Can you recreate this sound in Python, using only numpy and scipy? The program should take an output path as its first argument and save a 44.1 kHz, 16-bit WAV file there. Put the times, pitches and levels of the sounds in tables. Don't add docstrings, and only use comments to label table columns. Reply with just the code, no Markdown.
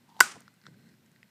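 import sys
import numpy as np
from scipy import signal
from scipy.fft import rfft, irfft
from scipy.io import wavfile

SR = 44100
rng = np.random.default_rng(int(sys.argv[2]) if len(sys.argv) > 2 else 0)


def materialize(psi):
    bounded = np.clip(np.atleast_2d(psi).T, -1, 1)
    quanta = np.round(bounded * 32767).astype(np.int16)
    wavfile.write(sys.argv[1], SR, quanta)


def to_linear_factor(level_db):
    exponent = np.asarray(level_db, float) / 20
    return 10 ** exponent


N = 57330

# start in seconds, knock on the shell in dB, bright crack in dB.
SEAM_CRACKS = [(0.2034, -22, -29), (0.2045, -9.5, -1), (.2060, -30.5, -8.5), (.2071, -4, -10.5),
               (.2080, -33, -6.5), (0.209, -19, -13.5), (0.21, -29, -11.5), (0.2142, -30, -21),
               (.2136, -22.5, -20.5), (.2162, -30, -20.5), (0.2211, -33.5, -23)]
# frequency in Hz, level in dB, t60 in seconds.
SHELL_MODES = [(349.3, -26.5, 0.034), (719, -16, .035), (1018, -6.5, .035), (1480, -2.5, 0.098),
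               (2030, -5, .03), (2890, -5, .018), (4680, -7.5, .014)]
# frequency in Hz, density in dB per Hz.
CRACK_COLOUR = [(2000, -14.5), (4000, -9.5), (5000, -2.5), (6300, -4), (8000, 2.5), (10500, -9.5),
                (13000, -3.5), (16000, -13)]
CRACK_T60_S, CRACK_NOISE_DB = 0.0059, -5.5
GRIP_S, GRIP_DB, GRIP_TAKES_S = .2107, -9.5, 0.00025
# start in seconds, ring in dB, ring in Hz, snap in dB, snap in Hz.
FINGER_TAPS = [(.1000, -60.5, 910, -58.5, 3370), (0.1662, -53, 814, -59.5, 3470),
               (0.193, -44.5, 960, -47, 4860), (.3560, -54, 780, -50, 6030),
               (.4050, -58, 1550, -48.5, 7850), (0.4057, -75, 1550, -56, 14000),
               (.4190, -57.5, 1500, -56.5, 5500), (.4795, -47.5, 1390, -55.5, 4530),
               (.5400, -65.5, 1450, -65, 9000), (.6150, -63.5, 1550, -62, 4350),
               (0.6391, -59, 1550, -59.5, 4000), (0.6555, -55, 1492, -62, 4000),
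               (0.6663, -43, 1400, -44.5, 4500), (0.667, -51, 2000, -63, 6300),
               (.7430, -60, 1550, -70, 4000), (.8900, -64, 1900, -58.5, 5000),
               (.9400, -62, 1611, -65.5, 4500), (1.061, -66, 1900, -63, 7000),
               (1.116, -71, 1900, -61, 7800), (1.161, -56.5, 1970, -63.5, 4000),
               (1.2298, -46.5, 1958, -57.5, 4484), (1.2296, -53.5, 2670, -63.5, 6534)]
TAP_T60_S, SNAP_T60_S, SNAP_OCTAVES = 0.0099, 0.011, 0.27
# time in seconds, level in dB.
CREAK_LEVEL = [
    (.075, -82),
    (.088, -61.5),
    (.11, -64),
    (.135, -67),
    (.165, -61),
    (.185, -59.5),
    (.195, -52.5),
    (.2, -57),
    (.204, -45),
    (.21, -89.5),
]
CREAK_HZ, CREAK_WIDTH_HZ, CREAK_SLIPS_PER_S, CREAK_BRIGHT_DB = 920, 160, 2800, -8.5
# time in seconds, level in dB.
SLIDE_LEVEL = [(0, -81.5), (.4, -76.5), (.52, -79), (.57, -84), (.62, -79.5), (.67, -65), (.72, -78.5),
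               (.86, -74.5), (.89, -71), (.945, -80.5), (.96, -89), (1.03, -90), (1.06, -84), (1.12, -85),
               (1.16, -76), (1.22, -84), (1.3, -76)]
# frequency in Hz, width in Hz, level in dB.
SLIDE_RESONANCES = [(1550, 83, -0.5), (1950.5, 250, -0.5), (4200, 360, -3), (5020, 500, -7),
                    (7800, 1200, -8)]
SLIDE_GRAINS_PER_S = 830
# start in seconds, level in dB.
PALM_BUMPS = [
    (0.356, -49.5),
    (.359, -44),
    (.365, -45),
    (.409, -53),
    (0.682, -51.5),
]
# frequency in Hz, level in dB, t60 in seconds.
PALM_MODES = [(185, -2, 0.039), (304, -8, 0.018), (470, -1, 0.033), (720, -0.5, 0.017), (1000, -8, 0.037)]
# frequency in Hz, level in dB, t60 in seconds.
ROOM_DECAY = [(150, -14.5, .6), (350, -11, .45), (520, -17, .4), (1460, -2, .36), (2620, -11.5, 0.4),
              (4000, -13, .36), (7300, -7.5, .32), (10500, -19.5, 0.22), (15000, -18, 0.15)]
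ROOM_DB, FIRST_WALL_S, BUILD_S = -16.5, 0.0069, 0.0017
FAR_WALL_S, FAR_WALL_DB, FAR_WALL_SPREAD_S, FAR_WALL_ABOVE_HZ = .114, 10.5, 0.0059, 11000
SHELL_LOW_CUT_HZ = 170
# time in seconds, level in dB.
RUMBLE_LEVEL = [(0, -66), (.08, -64.5), (.2, -63), (.21, -54), (.3, -67.5), (.35, -60), (.365, -52.5),
                (.42, -62.5), (.47, -66), (.63, -69.5), (.67, -56), (.8, -58), (.94, -61.5), (.97, -65),
                (1.06, -64), (1.3, -69)]
# frequency in Hz, density in dB per Hz.
RUMBLE_COLOUR = [(18, -73.5), (30, -42), (75, -22.5), (108, -3.5), (214, -1), (297, -11.5), (347, -12),
                 (900, -34.5), (1170, -62.5), (1980, -120)]
# frequency in Hz, density in dB per Hz.
HISS_COLOUR = [(260, -31.5), (450, -2.5), (998, -5), (1620, -4.5), (2420, -5), (9820, -15), (14700, -13),
               (16400, -22.5)]
HISS_DB = -71
TOP_HZ = 16000


def rms_one(x):
    return x / np.sqrt(np.mean(x ** 2) + 1e-20)


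def in_time(rows):
    s, db = np.transpose(rows)
    return to_linear_factor(np.interp(np.arange(N) / SR, s, db))


def at_hz(points, hz, axis=1):
    points = np.array(points)
    return np.interp(np.log(hz), np.log(points[:, 0]), points[:, axis])


def coloured_noise(spectrum):
    hz = np.maximum(np.arange(N // 2 + 1) * SR / N, 1)
    white = rng.standard_normal(N)
    return rms_one(irfft(rfft(white) * to_linear_factor(at_hz(spectrum, hz)), N))


def band_pass(x, edges):
    return signal.sosfilt(signal.butter(2, edges, "band", fs=SR, output="sos"), x)


def ring(clicks, hz, t60):
    r, w = to_linear_factor(-60 / (t60 * SR)), 2 * np.pi * hz / SR
    return signal.lfilter([0, np.sin(w)], [1, -2 * r * np.cos(w), r * r], clicks + 1e-18)


def resonance(x, hz, width_hz):
    r = np.exp(-np.pi * width_hz / SR)
    poles = [1, -2 * r * np.cos(2 * np.pi * hz / SR), r * r]
    return signal.lfilter([(1 - r * r) / 2, 0, (r * r - 1) / 2], poles, x)


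def narrow_peak(x, hz, width_hz):
    return rms_one(resonance(resonance(x, hz, width_hz), hz, 2 * width_hz))


def grains(per_s, uneven_db):
    sizes = to_linear_factor(uneven_db * np.minimum(rng.exponential(1, N), 4)) * rng.choice([-1, 1], N)
    return sizes * (rng.random(N) < per_s / SR)


def dying(s, t60):
    t = np.arange(N) / SR - s
    return (t >= 0) * to_linear_factor(-60 * np.maximum(t, 0) / t60)


def smooth_step(t, takes_s):
    return 1 / (1 + np.exp(-np.clip(t / takes_s, -50, 50)))


def strike(times, levels_db, modes, uneven_db):
    luck = rng.standard_normal((len(times), len(modes)))
    out = np.zeros(N)
    for k, (hz, db, t60) in enumerate(modes):
        clicks = np.zeros(N)
        sign = (-1) ** k
        clicks[(times * SR).astype(int)] = to_linear_factor(levels_db + db + uneven_db * luck[:, k]) * sign
        out += ring(clicks, hz, t60)
    return out


def seam_pop():
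    s, knock_db, crack_db = np.transpose(SEAM_CRACKS)
    grip = to_linear_factor(GRIP_DB * smooth_step(np.arange(N) / SR - GRIP_S, GRIP_TAKES_S))
    knocks = strike(s, knock_db, SHELL_MODES, uneven_db=3.5)
    bursts = sum(to_linear_factor(db) * dying(start, CRACK_T60_S) for start, db in zip(s, crack_db))
    noise = coloured_noise([(500, -41)] + list(CRACK_COLOUR)) * to_linear_factor(CRACK_NOISE_DB)
    return grip * knocks + bursts * noise


def finger_taps():
    out, white = np.zeros(N), rng.standard_normal(N)
    for s, ring_db, ring_hz, snap_db, snap_hz in FINGER_TAPS:
        click = np.zeros(N)
        click[int(s * SR)] = to_linear_factor(ring_db)
        soft = resonance(click, ring_hz, ring_hz) / np.sin(np.pi * ring_hz / SR) / 4
        edges = np.minimum(snap_hz * 2 ** np.array([-SNAP_OCTAVES, SNAP_OCTAVES]), [15000, 16000])
        snap = band_pass(white * dying(s, SNAP_T60_S), edges)
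        even = np.sqrt(SR / 2 / (edges[1] - edges[0]))
        out += ring(soft, ring_hz, TAP_T60_S) + to_linear_factor(snap_db) * snap * even
    return out


def shell_creak():
    slips = grains(CREAK_SLIPS_PER_S, uneven_db=2.5)
    low = narrow_peak(slips, CREAK_HZ, CREAK_WIDTH_HZ)
    bright = to_linear_factor(CREAK_BRIGHT_DB) * rms_one(resonance(slips, 3000, 3500))
    return in_time(CREAK_LEVEL) * (low + bright)


def finger_slide():
    skin = grains(SLIDE_GRAINS_PER_S, uneven_db=1.0)
    shell = sum(to_linear_factor(db) * narrow_peak(skin, hz, width) for hz, width, db in SLIDE_RESONANCES)
    return in_time(SLIDE_LEVEL) * shell


def palm_bumps():
    s, db = np.transpose(PALM_BUMPS)
    return signal.lfilter([.2], [1, -.8], strike(s, db, PALM_MODES, uneven_db=3.5))


def room_answer():
    t = np.arange(N) / SR - SEAM_CRACKS[1][0]
    white = rng.standard_normal((2, N))
    far = to_linear_factor(FAR_WALL_DB) * np.exp(-((t - FAR_WALL_S) / FAR_WALL_SPREAD_S) ** 2)
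    tail = np.zeros(N)
    for k, low in enumerate(100 * 2 ** np.arange(0, 7.4, .5)):
        band = band_pass(white[k % 2], [low, low * np.sqrt(2)])
        hz = low * 2 ** .25
        fall_db = 60 * np.maximum(t, 0) / at_hz(ROOM_DECAY, hz, axis=2)
        echo = 1 + far * hz / (hz + FAR_WALL_ABOVE_HZ)
        tail += band * to_linear_factor(at_hz(ROOM_DECAY, hz) - fall_db) * echo
    return to_linear_factor(ROOM_DB) * tail * (t > 0) * smooth_step(t - FIRST_WALL_S, BUILD_S)


def handling_rumble():
    return in_time(RUMBLE_LEVEL) * coloured_noise(RUMBLE_COLOUR)


def microphone_hiss():
    return to_linear_factor(HISS_DB) * coloured_noise(HISS_COLOUR)


def scene():
    capsule = seam_pop() + finger_taps() + shell_creak() + finger_slide() + palm_bumps() + room_answer()
    low_cut = signal.butter(4, SHELL_LOW_CUT_HZ, "high", fs=SR, output="sos")
    capsule = signal.sosfilt(low_cut, capsule)
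    return (capsule + handling_rumble() + microphone_hiss())[None]


def band_limit(x):
    return signal.sosfilt(signal.butter(12, 16520, fs=SR, output="sos"), x)


def record(dry):
    top_cut = signal.cheby2(10, 60, TOP_HZ + 500, fs=SR, output="sos")
    mix = np.clip(signal.sosfilt(top_cut, dry), -.99, .99)
    return band_limit(mix)


dry = scene()
out = record(dry)
materialize(out)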